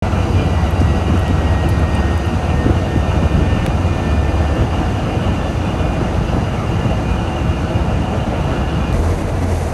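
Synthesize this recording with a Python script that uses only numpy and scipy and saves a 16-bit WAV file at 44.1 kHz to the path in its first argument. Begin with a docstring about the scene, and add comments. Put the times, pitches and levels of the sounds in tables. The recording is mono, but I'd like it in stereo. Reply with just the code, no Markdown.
"""On a lake, on the open deck of a small motor boat closing on a river cruise ship; stereo microphones.
Diesel exhausts throb under a rush of wind and water and ease off halfway. A turbocharger winds down,
gears whine, an air intake whistles and pumps hum. Close by, wind buffets the microphones, drops tick
and something knocks once. Near the end the sound cuts to the boat lying alongside: the whines are gone,
one engine swells and brighter spray washes up between the hulls."""
import sys
import numpy as np
from scipy import signal
from scipy.fft import rfft, irfft
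from scipy.io import wavfile
from scipy.ndimage import uniform_filter1d

SR = 44100
rng = np.random.default_rng(int(sys.argv[2]) if len(sys.argv) > 2 else 0)


def wrap_up_sound(samples):
    """Save the sound to the file named by the first command line argument, as 16-bit audio."""
    columns = np.atleast_2d(samples).T
    # keep every value between -1 and 1, then stretch to whole-number steps
    tamed = np.clip(columns, -1, 1)
    steps = np.round(tamed * 32767).astype(np.int16)
    wavfile.write(sys.argv[1], SR, steps)


N = 429409
TIME = np.arange(N) / SR
SIDES = np.array([[.5], [-.5]])  # splits a left-right difference between the microphones
ALONGSIDE_S = 8.93


def amp(db):
    """Decibels to gain."""
    return 10 ** (np.asarray(db) / 20)


def at_hz(points, hz):
    """A spectrum's value at hz, on a log-frequency axis."""
    freqs, values = np.transpose(points)
    return np.interp(np.log(hz + 1), np.log(freqs + 1), values)


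def follow(rows):
    """Each column of a timed curve, sample by sample."""
    times, *columns = np.transpose(rows)
    return [np.interp(TIME, times, column) for column in columns]


def drift(rate_hz):
    """Random wander of rms 1, with changes up to about rate_hz."""
    hz = np.fft.rfftfreq(N // 64 + 2, 64 / SR)
    wander = irfft(rfft(rng.standard_normal(N // 64 + 2)) / np.sqrt(1 + (hz / rate_hz) ** 4))
    return np.interp(np.arange(N) / 64, np.arange(len(wander)), wander / wander.std())


def pulse(hz):
    """A cosine that follows a changing rate."""
    return np.cos(2 * np.pi * np.cumsum(hz) / SR)


def add(mix, start_s, sound):
    """Adds a stereo sound to the mix."""
    part = mix[:, max(round(start_s * SR), 0):][:, :sound.shape[1]]
    part += sound[:, :part.shape[1]]


# How far the left microphone on deck leads the right: freq_hz, lead_rad
MIC_LEAD = [(0, -0.35), (500, 0.24), (1100, .5), (1500, 3), (2400, 5.5), (3400, 9.5), (4000, 11),
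            (5300, 16), (6100, 19), (6800, 19.5), (7150, 17.5), (7900, 19.5), (8600, 20.5), (9700, 16.5),
            (10400, 15.5), (11700, 12.5)]
# How much louder the left microphone is: freq_hz, pan_db
MIC_BALANCE = [(60, -0.5), (110, 2), (200, 1), (350, 2.5), (640, 2.5), (1150, 2), (2080, -1.5), (3750, -1),
               (6770, -2), (12200, 0.5)]
def tone(hz, db, scatter, flutter_hz, lead=None, pan_db=None, crest_s=0):
    """One partial at both microphones: a direct path plus wavering echoes off water and steel."""
    carrier = np.exp(2j * np.pi * (np.cumsum(hz * np.ones(N)) / SR - np.mean(hz) * crest_s))
    lead = at_hz(MIC_LEAD, np.mean(hz)) if lead is None else lead
    pan_db = at_hz(MIC_BALANCE, np.mean(hz)) if pan_db is None else pan_db
    echoes = np.array([drift(flutter_hz) + 1j * drift(flutter_hz) for _ in range(2)]) / np.sqrt(2)
    paths = (np.exp(1j * SIDES * lead) + scatter * echoes) / np.sqrt(1 + scatter ** 2)
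    return np.sqrt(2) * amp(db + SIDES * pan_db) * (carrier * paths).real


# How alike the rush is at the two microphones, clipped to 0-1 in use: freq_hz, likeness
MIC_LIKENESS = [(60, 0.83), (330, 0.82), (550, 0.2), (800, 0.54), (1300, -0.4), (1750, 0.33), (2300, -0.03),
                (3200, .5), (3800, -0.58), (5500, 0.7), (6400, 0.6), (7000, 0), (8500, 0.7), (8900, 6),
                (9500, 1), (10200, 3.5), (11400, 2.7), (11800, -3)]
def rush(spectrum, resonances, hiss_db, patchy_db, gust_db, bass_db, surge, swell_db, fade_db_per_s=0):
    """Turbulent noise with drifting patches and gusts, coloured by resonances that surge together."""
    frames = dict(fs=SR, nperseg=2048, noverlap=1536)
    hz, t, (left, other) = signal.stft(rng.standard_normal((2, N)) * np.sqrt(SR / 2), **frames)
    hz = hz[:, None]
    alike = np.clip(at_hz(MIC_LIKENESS, hz), 0, 1)
    right = (alike * left + np.sqrt(1 - alike ** 2) * other) * np.exp(-1j * at_hz(MIC_LEAD, hz))
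    tilt = amp(at_hz(MIC_BALANCE, hz) / 2)
    lows = 1 / (1 + (hz / 300) ** 2)
    highs = 1 / (1 + (4500 / (hz + 1)) ** 4)
    db = at_hz(spectrum, hz) + bass_db / (1 + (hz / 120) ** 4)
    db -= 10 * np.log10(1 + (hz / 12700) ** 60)  # steep top edge of the hiss
    db = db + lows * swell_db * np.interp(t, TIME, drift(1.8))
    db += (1 - highs) * fade_db_per_s * (t.mean() - t)
    db += highs * np.interp(t, TIME, hiss_db)
    lifts_db = sum(lift * .5 ** (2 * (hz - centre) / width) ** 2 for centre, width, lift in resonances)
    db += lifts_db * (1 + surge * np.interp(t, TIME, drift(18)))
    patches = uniform_filter1d(rng.standard_normal(left.shape), 20, axis=0)
    patches = uniform_filter1d(patches, 7, axis=1)
    db += patchy_db * patches / patches.std() * (1 - .5 * highs)
    db += gust_db * np.interp(t, TIME, drift(20))
    return signal.istft(np.array([left * tilt, right / tilt]) * amp(db), **frames)[1][:, :N]


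# Exhaust, wind and water, from the deck some way behind the ship: freq_hz, level_db
ASTERN_SPECTRUM = [(20, -69), (42, -38), (100, -35), (200, -44.5), (400, -54), (780, -53.5), (1500, -61),
                   (2200, -67), (3600, -74), (6400, -78), (7200, -82), (8600, -85.5), (10400, -81),
                   (11700, -89.5), (13000, -108.9)]
# Casings and air intakes ringing across the water: centre_hz, width_hz, lift_db
ASTERN_CASINGS = [(119, 23.5, -5), (319, 8.8, 6.5), (331, 6.9, 6), (501, 127, 3.5), (636.1, 16.8, 9.5),
                  (724, 32, 3.5), (846, 67, 0.5), (1020, 150, -1), (1327, 63, 5), (2880, 590, 6),
                  (2990, 100, 1.5), (3030, 80, -1)]
def rush_astern():
    """The roar behind the ship, with a hiss of water that sinks as the boat slows."""
    return rush(ASTERN_SPECTRUM, ASTERN_CASINGS, hiss_db=0.28 - 0.24 * TIME, patchy_db=1.17,
                gust_db=0.44, bass_db=-3.5, surge=0.28, swell_db=1.0, fade_db_per_s=0.09)


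# Exhaust, wind and water, close beside the hull: freq_hz, level_db
ALONGSIDE_SPECTRUM = [(20, -59), (42, -37.5), (100, -44.5), (200, -47), (350, -53.5), (650, -52),
                      (1100, -59.5), (2200, -66), (3600, -75), (6400, -76.5), (8400, -81.5), (10400, -75.5),
                      (11700, -83.5), (13000, -107.0)]
# Casings ringing at close range: centre_hz, width_hz, lift_db
ALONGSIDE_CASINGS = [(135, 60, 0.5), (295, 19, 3.7), (464, 19, 9.2), (670, 23, 2.6), (960, 20, 3)]
# Spray between the hulls, near the microphones: peak_s, half_length_s, lift_db
SPRAY_WASHES = [(9.086, 0.18, 5), (9.604, 0.17, 7.5)]
def rush_alongside(lull_db=-4.5):
    """The roar beside the hull, its hiss lifted twice as spray washes up."""
    spray_db = sum(db * np.exp(-((TIME - peak_s) / half_s) ** 2) for peak_s, half_s, db in SPRAY_WASHES)
    return rush(ALONGSIDE_SPECTRUM, ALONGSIDE_CASINGS, hiss_db=lull_db + spray_db, patchy_db=0.7,
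                gust_db=1.16, bass_db=-1.5, surge=.12, swell_db=-1.5)


# Pumps and fans, faint across the water: pitch_hz, level_db
PUMP_HUMS = [(293, -37.5), (340, -35.5), (635.5, -38.5), (746, -37), (1105, -54), (1185, -45.5),
             (1402, -44.5), (1483, -43)]
def pumps():
    """Pumps and fans hold their notes, heard mostly by way of echoes."""
    return sum(tone(hz, db, scatter=1.2, flutter_hz=5.2) for hz, db in PUMP_HUMS)


def intake(pitch_hz=2815, warble_hz=16.77, wander_hz=14, gulp_hz=70):
    """An air intake whistles in rough bursts, chopped by the gulps of the cylinders."""
    hz = pitch_hz + warble_hz * drift(20.8) + wander_hz * drift(4.18)
    gulps = 1 + 0.23 * pulse(gulp_hz * (1 + 0.086 * drift(9.7)))
    db = -44.5 + 0.29 * TIME + 3.5 * drift(18)  # grows as the boat nears
    return gulps * tone(hz, db, scatter=1.0, flutter_hz=36)


# Gear whine surging and fading, heard from astern, a little to the right: time_s, level_db
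GEAR_WHINE = [(0, -42.5), (.55, -43), (1.15, -49), (1.95, -42), (2.2, -51), (2.65, -38), (2.83, -50),
              (3.25, -38.5), (3.72, -41.5), (4.15, -38), (4.95, -52), (5.17, -39), (5.35, -42),
              (5.95, -39.5), (6.1, -58), (6.8, -41), (7.1, -43), (7.8, -45), (8.35, -47), (8.78, -43),
              (8.89, -38)]
# Its octave, a little to the left: time_s, level_db
GEAR_OVERTONE = [(0, -52), (.7, -48), (1.2, -58), (2.25, -46), (2.6, -61), (3.3, -55), (3.8, -52),
                 (4.5, -50.5), (4.8, -56), (6.5, -52.5), (7.1, -64), (8.9, -63)]
def gears(pitch_hz=2449, rise_hz=47.04, settle_s=3.6, burst_db=2.0, throb_db=1.5, throb_hz=5.7):
    """An uneven mesh whines in fluttering bursts, several a second, and creeps up to its note."""
    hz = pitch_hz - rise_hz * np.exp(-TIME / settle_s) + 4 * drift(23.4)
    throb = pulse(throb_hz * (1 + 0.22 * drift(1.8)))
    db = follow(GEAR_WHINE)[0] + throb_db * throb + burst_db * drift(6.8)
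    octave_db = follow(GEAR_OVERTONE)[0] + burst_db * drift(14) + throb_db * (throb - .5)
    return (tone(hz, db, scatter=0.8, flutter_hz=11.6, lead=-0.98, pan_db=-3.5)
            + tone(2 * hz, octave_db, scatter=1.2, flutter_hz=15, lead=.88, pan_db=4.0))


# Turbocharger from astern, fading and shifting with its echo off the water: time_s, level_db, lead_rad
TURBO_WHINE = [(0, -31, -3), (.25, -48, -2.5), (.52, -36, -2), (.78, -47, 2), (.98, -31, -3),
               (1.12, -37, -2), (1.27, -33.5, -2.2), (1.37, -40, -1.5), (1.47, -32.5, -2), (2.08, -35, -1),
               (2.36, -35, -3), (2.6, -29.5, -1.5), (2.78, -36, -4.5), (2.93, -31.5, -1.7),
               (3.15, -36, -3.5), (3.32, -42.5, 1), (3.57, -32, -2), (3.78, -45.5, -2), (4, -32, -2),
               (4.35, -30.5, -2.5), (4.68, -45, -0.5), (5.18, -43, -2.5), (5.42, -28, -3), (5.65, -48, -2),
               (5.8, -36, -2.8), (6.1, -42, -3.5), (6.25, -46, -2), (6.8, -37, -2.5), (8, -43, -2.5),
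               (8.7, -38.5, -2)]
# Its faint octave, reaching the deck mostly as echo: time_s, level_db
TURBO_OVERTONE = [(0, -54), (1.8, -48), (2.6, -58), (3.1, -47), (4, -52), (5.1, -56), (5.7, -46),
                  (6.1, -58), (6.5, -52), (7.2, -62), (8.2, -62), (8.7, -48)]
def turbocharger(idle_hz=1800, sag_hz_per_s=10.3, excess_hz=206, coast_s=2.15):
    """The turbine coasts down towards an idling note that itself sinks slowly."""
    hz = idle_hz - sag_hz_per_s * TIME + excess_hz * np.exp(-TIME / coast_s) + 2.5 * drift(11.6)
    db, lead = follow(TURBO_WHINE)
    return (tone(hz, db, scatter=0.33, flutter_hz=10.5, lead=lead, pan_db=-2.5)
            + tone(2 * hz, follow(TURBO_OVERTONE)[0], scatter=2.6, flutter_hz=8.4))


# Short ticks near the microphones, from drops and the bright fizz of the knock:
# start_s, level_db, decay_s, pitch_hz, width_octaves
NEAR_TICKS = [(.708, -28, .0022, 11300, .1), (0.795, -30, .022, 5500, 0.28), (1.175, -31, .002, 7500, .3),
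              (1.192, -30, 0.0045, 11000, 0.23), (1.28, -24.5, .001, 3500, .5),
              (1.686, -27, 0.009, 10800, 0.46), (1.793, -33, .003, 9500, .15),
              (1.95, -26, 0.0028, 8700, .06), (2.177, -27.5, .0012, 11500, .35),
              (2.258, -30, .0008, 11500, .2), (2.268, -36, .001, 11500, .2),
              (3.663, -19, 0.0016, 11000, 0.55), (8.927, -21, 0.00094, 3000, 0.99)]
def ticks(ring_db=-34, ring_s=0.02):
    """Each tick is a dry burst of noise around its own pitch, with a faint ring after it."""
    out, t = np.zeros((2, N)), np.arange(4096) / SR
    hz = np.fft.rfftfreq(len(t), 1 / SR) + 1
    band_edges = (1 + (1100 / hz) ** 4) * (1 + (hz / 12300) ** 30)
    for start_s, db, decay_s, pitch_hz, octaves in NEAR_TICKS:
        colour = 1 / np.sqrt((1 + (np.log2(hz / pitch_hz) / octaves) ** 2) * band_edges)
        noise = rng.standard_normal(len(t)) + .3 * rng.standard_normal((2, len(t)))
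        attack = np.minimum(t / (.5 * decay_s), 1)
        decay = np.exp(-t / decay_s) + amp(ring_db) * np.exp(-t / ring_s)
        burst = irfft(rfft(noise) * colour) * attack * decay
        add(out, start_s, amp(db) * burst / abs(burst).max())
    return out


# A hard knock and its rebound, just left of the microphones: start_s, level_db, pitch_hz, pan_db
KNOCK_CONTACTS = [(3.6641, -9, 2300, 11), (3.665, -13, 3400, 5)]
def knock(decay_cycles=0.52):
    """Each contact is a sharp snap that dies within a cycle or two."""
    out, t = np.zeros((2, N)), np.arange(400) / SR
    for start_s, db, hz, pan_db in KNOCK_CONTACTS:
        snap = np.sin(2 * np.pi * hz * t) * np.exp(-hz * t / decay_cycles)
        add(out, start_s, amp(db + SIDES * pan_db) * snap / snap.max())
    return out


# Wind right on the microphones, harder on the left: peak_s, level_db, pitch_hz, half_length_s, pan_db
WIND_EDDIES = [(0.817, -2.5, 260, 0.0039, 5), (1.084, -11.5, 350, 0.0046, 9), (1.104, -6, 205, 0.0084, 7),
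               (1.142, -8, 288, .005, 6), (1.155, -7, 200, 0.0055, 8), (1.299, -6, 213, 0.0046, 5),
               (1.311, -9, 272, 0.0036, 9), (2.663, -3, 255, 0.0065, 6), (2.700, 0, 313, 0.0035, 6),
               (2.864, -6, 220, 0.0042, 13), (2.963, -4.5, 273, 0.0035, 4), (3.164, -7, 171, .005, 7),
               (3.230, -6.5, 215, 0.0056, 6), (4.815, -8.5, 300, 0.0054, 5), (6.015, -8.5, 310, .005, 8),
               (6.369, -10, 296, 0.0044, 8), (6.855, -9.5, 232, 0.01, 3)]
def wind_buffets(gain_db=-3.5, rough=0.29, push_db=-3.0, push_hz=112, push_half_s=0.0065):
    """Each eddy gives a short dull slap, followed by a low push of air."""
    out, t = np.zeros((2, N)), np.arange(-1300, 1800) / SR
    swirl_band = signal.butter(3, [130, 560], "band", fs=SR, output="sos")
    push_t = t - 0.0118
    push = amp(push_db) * np.cos(2 * np.pi * push_hz * push_t) * np.exp(-(push_t / push_half_s) ** 2)
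    for peak_s, db, hz, half_s, pan_db in WIND_EDDIES:
        swirl = signal.sosfilt(swirl_band, rng.standard_normal(len(t)))
        slap = (np.cos(2 * np.pi * hz * t) + rough * swirl / swirl.std()) * np.exp(-(t / half_s) ** 2)
        add(out, peak_s + t[0], amp(db + gain_db + SIDES * pan_db) * (slap + push))
    return out


# Low engine drones and their overtones, heard from astern: pitch_hz, loaded_db, eased_db, sinks_from_s
ENGINE_DRONES = [(60.7, -31, -27, 8.65), (85.4, -28.5, -29.5, 8.1), (101.5, -47, -31.5, 7.3),
                 (168.9, -42.5, -34, 8.9), (214.2, -44, -38.5, 8.9)]
def drones(eased, slowing_per_s=0.344):
    """Low engine drones and their overtones; each note wavers, then sinks."""
    out = np.zeros((2, N))
    for hz, loaded_db, eased_db, sinks_from_s in ENGINE_DRONES:
        pace = np.exp(-slowing_per_s * np.maximum(TIME - sinks_from_s, 0))
        pace *= 1 + 0.00768 * drift(1.83)
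        out += tone(hz * pace, loaded_db + (eased_db - loaded_db) * eased, scatter=0.42, flutter_hz=2.4)
    return out


# Crankshaft speed of the main diesels: time_s, speed_hz
CRANK_SPEED = [(0, 18.19), (2.2, 18.23), (3.2, 18.4), (3.8, 18.27)]
# Their exhausts from astern, crank orders 4, 5 and 6: loaded_db, eased_db, fade_db_per_s, twin_share
EXHAUST_ORDERS = [(-20, -33.5, 0.33, 0.15), (-19.5, -26, 1.2, 0), (-36, -30.5, 0, 0.52)]
# The exhausts swelling and dipping on deck as the load varies: time_s, gain_db
LOAD_SWELL = [(0, 0.5), (.45, -0.5), (1.3, 1.5), (2.05, -0.5), (2.25, -3), (2.85, -7.5), (3.2, 0), (3.8, 0),
              (4.3, 1.5), (4.7, -1.5)]
def diesels(roar, eased, beat_s=1.247, in_step_s=0.58, first_throb_s=0.02435, chug=0.024, throb=0.086):
    """Exhaust notes throb once a turn and beat between twin engines; the firings also pump the roar."""
    speed_hz = follow(CRANK_SPEED)[0] * (1 + 0.0012 * drift(1.3))
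    twin = np.exp(2j * np.pi * (TIME - in_step_s) / beat_s)
    exhaust = np.zeros((2, N))
    for order, (loaded_db, eased_db, fade_db_per_s, twin_share) in enumerate(EXHAUST_ORDERS, 4):
        db = loaded_db + (eased_db - loaded_db) * eased - fade_db_per_s * TIME + follow(LOAD_SWELL)[0]
        note = tone(order * speed_hz, db, scatter=0.1, flutter_hz=2.6, crest_s=first_throb_s)
        exhaust += abs(1 + twin_share * twin) * note
    crank_rad = 2 * np.pi * (np.cumsum(speed_hz) / SR - speed_hz[0] * first_throb_s)
    firing = np.cos(4 * crank_rad) + np.cos(5 * crank_rad) + .7 * np.cos(6 * crank_rad)
    rumble = signal.sosfiltfilt(signal.butter(2, 260, fs=SR, output="sos"), roar)
    rumble *= throb * (1 - eased) * (np.cos(crank_rad) - .5)  # only under load
    return exhaust + roar * (1 + chug * firing) + rumble


# The boat's own exhaust, close by as it lies alongside: time_s, level_db
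THROTTLE_SWELL = [(8.9, -24.5), (9.07, -13.5), (9.28, -27), (9.42, -17), (9.6, -19)]
def throttle_push(top_s=9.34, top_hz=87.8, arch_hz_per_s2=58):
    """A brief push of throttle: the exhaust note rises and falls, with a half order under it."""
    hz = top_hz - arch_hz_per_s2 * (np.maximum(TIME, ALONGSIDE_S) - top_s) ** 2
    db = follow(THROTTLE_SWELL)[0]
    return tone(hz, db, scatter=0.084, flutter_hz=4.2) + tone(hz / 2, db - 8, scatter=.15, flutter_hz=4)


def scene(ease_s=4.8, ease_takes_s=0.19, crossfade_s=0.0067):
    """Astern of the ship, where the main engines ease off, then at once alongside it."""
    eased = np.clip((TIME - ease_s) / ease_takes_s + .5, 0, 1)
    engines = diesels(rush_astern(), eased) + drones(eased)
    astern = engines + pumps() + turbocharger() + gears() + intake() + wind_buffets()
    alongside = rush_alongside() + throttle_push()
    arrived = np.clip((TIME - ALONGSIDE_S) / crossfade_s, 0, 1)
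    return np.sqrt(1 - arrived) * astern + np.sqrt(arrived) * alongside + ticks() + knock()


def record(dry, low_cut_hz=33, top_hz=16000, ceiling=.97, start_s=.023):
    """The microphones shed deep bass and top treble and round off peaks; sound starts after a moment."""
    thinned = signal.sosfilt(signal.butter(4, low_cut_hz, "high", fs=SR, output="sos"), dry)
    rounded = thinned / (1 + (thinned / ceiling) ** 8) ** (1 / 8)
    started = rounded * np.clip((TIME - start_s) / .002, 0, 1)
    lowpass = signal.firwin(255, top_hz, window=("kaiser", 8), fs=SR)
    return signal.oaconvolve(started, lowpass[None], "same")


dry = scene()
out = record(dry)
wrap_up_sound(out)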